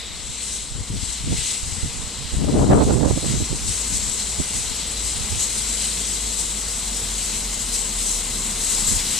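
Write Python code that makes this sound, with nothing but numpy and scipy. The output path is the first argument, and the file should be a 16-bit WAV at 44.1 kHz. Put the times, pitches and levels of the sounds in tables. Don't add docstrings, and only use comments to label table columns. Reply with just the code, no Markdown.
import sys
import numpy as np
from scipy import signal
from scipy.fft import rfft, irfft
from scipy.io import wavfile
from scipy.ndimage import uniform_filter1d

SR = 44100
rng = np.random.default_rng(int(sys.argv[2]) if len(sys.argv) > 2 else 0)


def unload_wav(signal):
    wavfile.write(
        sys.argv[1],
        SR,
        np.round(np.clip(np.atleast_2d(signal).T, -1, 1) * 32767).astype(np.int16),
    )


N = 405279
FRAME, HOP = 512, 128
TIME_S = np.arange(N) / SR
FRAME_TIME_S = np.arange(N // HOP + 6) * HOP / SR

# (frequency [Hz], relative density [dB])
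JET_SPECTRUM = [(2650, -32), (4500, -6.5), (6400, 0), (7200, 2.5), (7750, 6.5), (8300, 4), (9300, -1),
                (11000, -9.5), (13500, -19), (15200, -36)]
# (frequency [Hz], relative density [dB])
CLOUD_SPECTRUM = [(880, -21), (1550, -8.5), (1820, -9.5), (2030, 0.5), (2260, -4), (3000, 0.5), (3900, 2),
                  (4070, 7), (4250, 1), (6000, -6.5), (7800, -17)]
# (frequency [Hz], relative density [dB])
LEAK_SPECTRUM = [(3000, -18), (3750, -1), (4600, -25)]
# (time [s], jet level [dB], cloud level [dB])
STEAM_LEVELS = [(0.0, -41.5, -37.5), (0.3, -34.5, -37.5), (0.8, -37, -40.5), (1.3, -35.5, -37),
                (1.7, -31, -37), (2.3, -36.5, -35.5), (2.75, -34.5, -40.5), (3.05, -35.5, -40.5),
                (3.6, -31, -35.5), (3.8, -26.5, -33.7), (5.0, -30.5, -33.5), (5.7, -26.0, -32),
                (6.6, -28.5, -35), (7.5, -28.5, -34), (8.45, -28.5, -34), (9.19, -24, -30)]
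# (centre [s], length [s], jet rise [dB], cloud rise [dB])
STEAM_SURGES = [(0.512, 0.23, 6, 3.5), (1.087, 0.25, 5.5, 4), (1.45, 0.27, 8, 6.5), (2.362, 0.088, 3.5, -1),
                (2.889, 0.16, 3.5, 3), (3.257, 0.4, 4.5, 4), (3.297, 0.068, 1.5, 3), (3.7, 0.071, 4, 0.5),
                (3.957, 0.046, 4.5, 0.5), (4.207, 0.043, 0.5, 4), (4.57, 0.09, 3.5, 1),
                (5.068, 0.069, 5, -0.5), (5.426, 0.061, 6.0, 3), (5.583, 0.045, 1.5, -0.5),
                (5.852, 0.06, 3, 2), (6.397, 0.038, 5, 2), (6.96, 0.046, 2.5, 0), (7.29, 0.21, 1.5, 1.5),
                (7.743, 0.047, 6.5, 2), (7.788, 0.05, 2, 1), (8.1, 0.22, 4, 0.4), (8.719, 0.22, 4, 1),
                (8.91, 0.11, 5.5, 1)]


def steam():
    centre_s, length_s, jet_rise_db, cloud_rise_db = np.transpose(STEAM_SURGES)
    surges = np.exp(-event_distance(centre_s, length_s) ** 3.4)
    jet_db, cloud_db = follow(STEAM_LEVELS, TIME_S)
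    jet_db += to_samples(surges @ jet_rise_db)
    cloud_db += to_samples(surges @ cloud_rise_db)
    leak_db = -39 - 23 * TIME_S
    jet = distant_noise(JET_SPECTRUM, jet_db, flicker_db=0.89, flicker_hz=42, patch_db=1.5)
    cloud = distant_noise(CLOUD_SPECTRUM, cloud_db, flicker_db=0.8, flicker_hz=38, patch_db=1.06)
    leak = distant_noise(LEAK_SPECTRUM, leak_db, flicker_db=1.1, flicker_hz=13, patch_db=0.6)
    return jet + cloud + leak


# (time [s], drone pitch [Hz], drone level [dB], rumble level [dB])
WHEEL_ROLL = [(0, 55.6, -42.5, -44), (2, 59.76, -48, -40.5), (3.5, 57.54, -33.5, -37.5),
              (4.5, 54.84, -38, -38), (5.43, 51.47, -39.5, -38), (6.27, 50.7, -33.5, -38.5),
              (7.1, 45.9, -33, -37.5), (8.04, 40.96, -35, -37.5), (8.6, 37.74, -33.5, -36),
              (9.19, 33.45, -37, -34.5)]
# (frequency [Hz], relative density [dB])
RUMBLE_SPECTRUM = [(30, -17), (65, -8), (130, -13), (200, -12), (223, -3.5), (236, -13), (365, -19.5),
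                   (394, -14.5), (420, -20), (447, -13), (490, -17.5), (540, -20.5), (720, -21),
                   (1000, -19), (1780, -26), (2600, -41), (4400, -100)]


def wheels():
    pitch_hz, drone_db, rumble_db = follow(WHEEL_ROLL, TIME_S)
    waver, throb = map(to_samples, wander(2, rate_hz=3.1))
    phase_rad = 2 * np.pi * np.cumsum(pitch_hz * (1 + 0.02 * waver)) / SR
    drone = np.sqrt(2) * gain_of(drone_db + 3 * throb) * np.sin(phase_rad)
    pan = gain_of([[-0.25], [0.25]])
    rumble = distant_noise(RUMBLE_SPECTRUM, rumble_db, flicker_db=-0.1, flicker_hz=4.7,
                           patch_db=0.74, frame=4 * FRAME)
    return pan * drone + rumble


# (centre [s], port [-1 left, 1 right], length [s], strength [dB before buffet's scaling])
WIND_PUFFS = [(0.15, -1, 0.19, -35), (0.302, 1, 0.021, -29.0), (0.633, 1, 0.033, -32.0),
              (0.773, 1, 0.31, -36.0), (0.787, -1, 0.058, -26.0), (0.941, -1, 0.073, -22.5),
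              (0.939, 1, 0.062, -29.5), (1.029, -1, 0.13, -29), (1.234, 1, 0.061, -31),
              (1.292, -1, 0.12, -24.5), (1.315, 1, 0.068, -19), (1.406, -1, 0.081, -30.0),
              (1.67, 1, 0.079, -29.0), (1.738, -1, 0.16, -33.5), (1.852, 1, 0.055, -26.0),
              (1.865, -1, 0.037, -26.5), (2, 1, 0.14, -30.0), (2.228, 1, 0.1, -29.0), (2.339, 1, 0.03, -22),
              (2.4, 1, 0.059, -29), (2.432, -1, 0.13, -17.5), (2.469, 1, 0.076, -23),
              (2.51, -1, 0.059, -17), (2.554, 1, 0.06, -18), (2.563, -1, 0.03, -13.5),
              (2.619, 1, 0.05, -14), (2.628, -1, 0.099, -11), (2.714, 1, 0.06, -8.5), (2.733, -1, 0.07, -8),
              (2.758, 1, 0.04, -16), (2.79, -1, 0.044, -14), (2.81, 1, 0.06, -8), (2.891, -1, 0.1, -23),
              (2.913, 1, 0.071, -10), (2.972, 1, 0.03, -15), (3.019, 1, 0.043, -13.5),
              (3.085, 1, 0.079, -12), (3.11, -1, 0.12, -27), (3.176, 1, 0.03, -17), (3.26, 1, 0.059, -16),
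              (3.338, -1, 0.19, -28), (3.345, 1, 0.082, -19), (3.421, 1, 0.037, -21),
              (3.519, 1, 0.047, -21.5), (3.54, -1, 0.045, -28.0), (3.629, 1, 0.2, -31),
              (3.682, -1, 0.098, -28), (3.94, -1, 0.044, -28.0), (3.953, 1, 0.053, -27.5),
              (4.05, -1, 0.085, -29.0), (4.404, 1, 0.02, -15), (4.6, 1, 0.12, -32), (4.7, -1, 0.05, -31),
              (5.047, -1, 0.04, -28.5), (5.206, 1, 0.099, -29.5), (5.341, 1, 0.074, -28.5),
              (5.378, -1, 0.025, -29), (8.829, 1, 0.04, -31.5), (8.919, -1, 0.063, -33),
              (8.926, 1, 0.07, -25.5)]


def wind():
    centre_s, port, length_s, strength = np.transpose(WIND_PUFFS)
    puff_power = gain_of(strength - 5 * event_distance(centre_s, length_s) ** 2.5) ** 2
    calm_power = gain_of(-46) ** 2
    port_powers = [puff_power @ side + calm_power for side in (port < 0, port > 0)]
    return np.array([buffet(10 * np.log10(power)) for power in port_powers])


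# (frequency [Hz], relative density [dB])
EDDY_SPECTRUM = [(20, 0.5), (150, 1.5), (300, -2), (600, -10), (1000, -20.5), (1500, -32.5), (2500, -40),
                 (5000, -63)]


def buffet(gust_strength):
    strength = to_samples(gust_strength + 2.3 * wander(1, rate_hz=30.11)[0])
    speed = np.clip(gain_of(0.72 * (strength + 12)), 0.05, 2)
    eddy_gain = gain_of(at_frequency(EDDY_SPECTRUM, np.fft.rfftfreq(N, 1 / SR)))
    eddies = unit_rms(irfft(rfft(rng.standard_normal(N)) * eddy_gain, N))
    pressure = unit_rms(eddies - 0.22 * (eddies ** 2 - 1))
    passing = np.interp(np.cumsum(speed), np.arange(N), pressure)
    vent = signal.butter(2, 38, "high", fs=SR, output="sos")
    return gain_of(0.72 * strength - 3) * signal.sosfilt(vent, passing)


# (time [s], loss at 12.25 kHz [dB])
TREBLE_LOSS = [(0, 9), (9.19, 0.5)]


def distant_noise(spectrum, level_db, flicker_db, flicker_hz, patch_db, frame=FRAME):
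    stride = frame // FRAME
    hz = np.fft.rfftfreq(frame, 1 / SR)[:, None]
    patches = unit_rms(uniform_filter1d(wander(len(hz), rate_hz=8), size=7 * stride, axis=0))
    flicker = wander(1, flicker_hz)
    flicker = unit_rms(flicker - uniform_filter1d(flicker, size=48))
    field_db = at_frequency(spectrum, hz) + flicker_db * flicker + patch_db * patches
    field_db -= follow(TREBLE_LOSS, FRAME_TIME_S)[0] * np.maximum((hz / 8660) ** 2 - 1, 0)
    sound = port_pair(field_db[:, ::stride], hz, frame)
    return gain_of(level_db) * sound / np.sqrt(np.mean(sound.mean(0) ** 2))


# (frequency [Hz], coherence [0-1])
PORT_COHERENCE = [(100, .98), (500, .95), (1700, .72), (2700, .96), (3300, .98), (4120, .76), (7600, .4),
                  (8700, .5), (10100, .38), (12000, .72)]
# (frequency [Hz], left minus right [dB])
PORT_BALANCE = [(500, -.6), (1770, 2), (2700, .4), (5000, 3.5), (7000, 4.5), (7800, 10.5), (8500, 3),
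                (9300, -3), (11000, 0)]
# (frequency [Hz], left lead [rad])
PORT_PHASE = [(600, 0), (1380, .5), (2300, 0), (7240, 0), (8500, -1.5), (10100, -.2)]


def port_pair(field_db, hz, frame):
    coherence = at_frequency(PORT_COHERENCE, hz)
    balance_db = at_frequency(PORT_BALANCE, hz)
    draws = rng.standard_normal((field_db.shape[-1], len(hz), 4)).T
    left, independent = draws[::2] + 1j * draws[1::2]
    right = coherence * left + np.sqrt(1 - coherence ** 2) * independent
    right *= np.exp(-1j * at_frequency(PORT_PHASE, hz))
    spectra = np.array([left * gain_of(balance_db / 2), right * gain_of(-balance_db / 2)])
    return signal.istft(spectra * gain_of(field_db), nperseg=frame, noverlap=frame * 3 // 4)[1][:, :N]


def gain_of(db):
    return 10 ** (np.asarray(db) / 20)


def unit_rms(x):
    return x / np.sqrt(np.mean(x ** 2) + 1e-20)


def to_samples(frame_values):
    return np.interp(TIME_S, FRAME_TIME_S, frame_values)


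def at_frequency(table, hz):
    knots_hz, values = np.transpose(table)
    return np.interp(np.log(hz + 1), np.log(knots_hz + 1), values)


def follow(table, time_s):
    knots_s, *columns = np.transpose(table)
    return [np.interp(time_s, knots_s, column) for column in columns]


def wander(count, rate_hz):
    white = rng.standard_normal((len(FRAME_TIME_S), count)).T
    pole = np.exp(-2 * np.pi * rate_hz * HOP / SR)
    return unit_rms(signal.filtfilt([1 - pole], [1, -pole], white))


def event_distance(centre_s, length_s):
    return abs(FRAME_TIME_S[:, None] - centre_s) / (length_s / 2)


def scene():
    return steam() + wheels() + wind()


def record(dry):
    ceiling, cutoff_hz = 0.7, 15250
    rounded = ceiling * np.tanh(dry / ceiling)
    low_pass = signal.firwin(1023, cutoff_hz, window=("kaiser", 9), fs=SR)
    return signal.oaconvolve(rounded, low_pass[None], "same")


dry = scene()
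out = record(dry)
unload_wav(out)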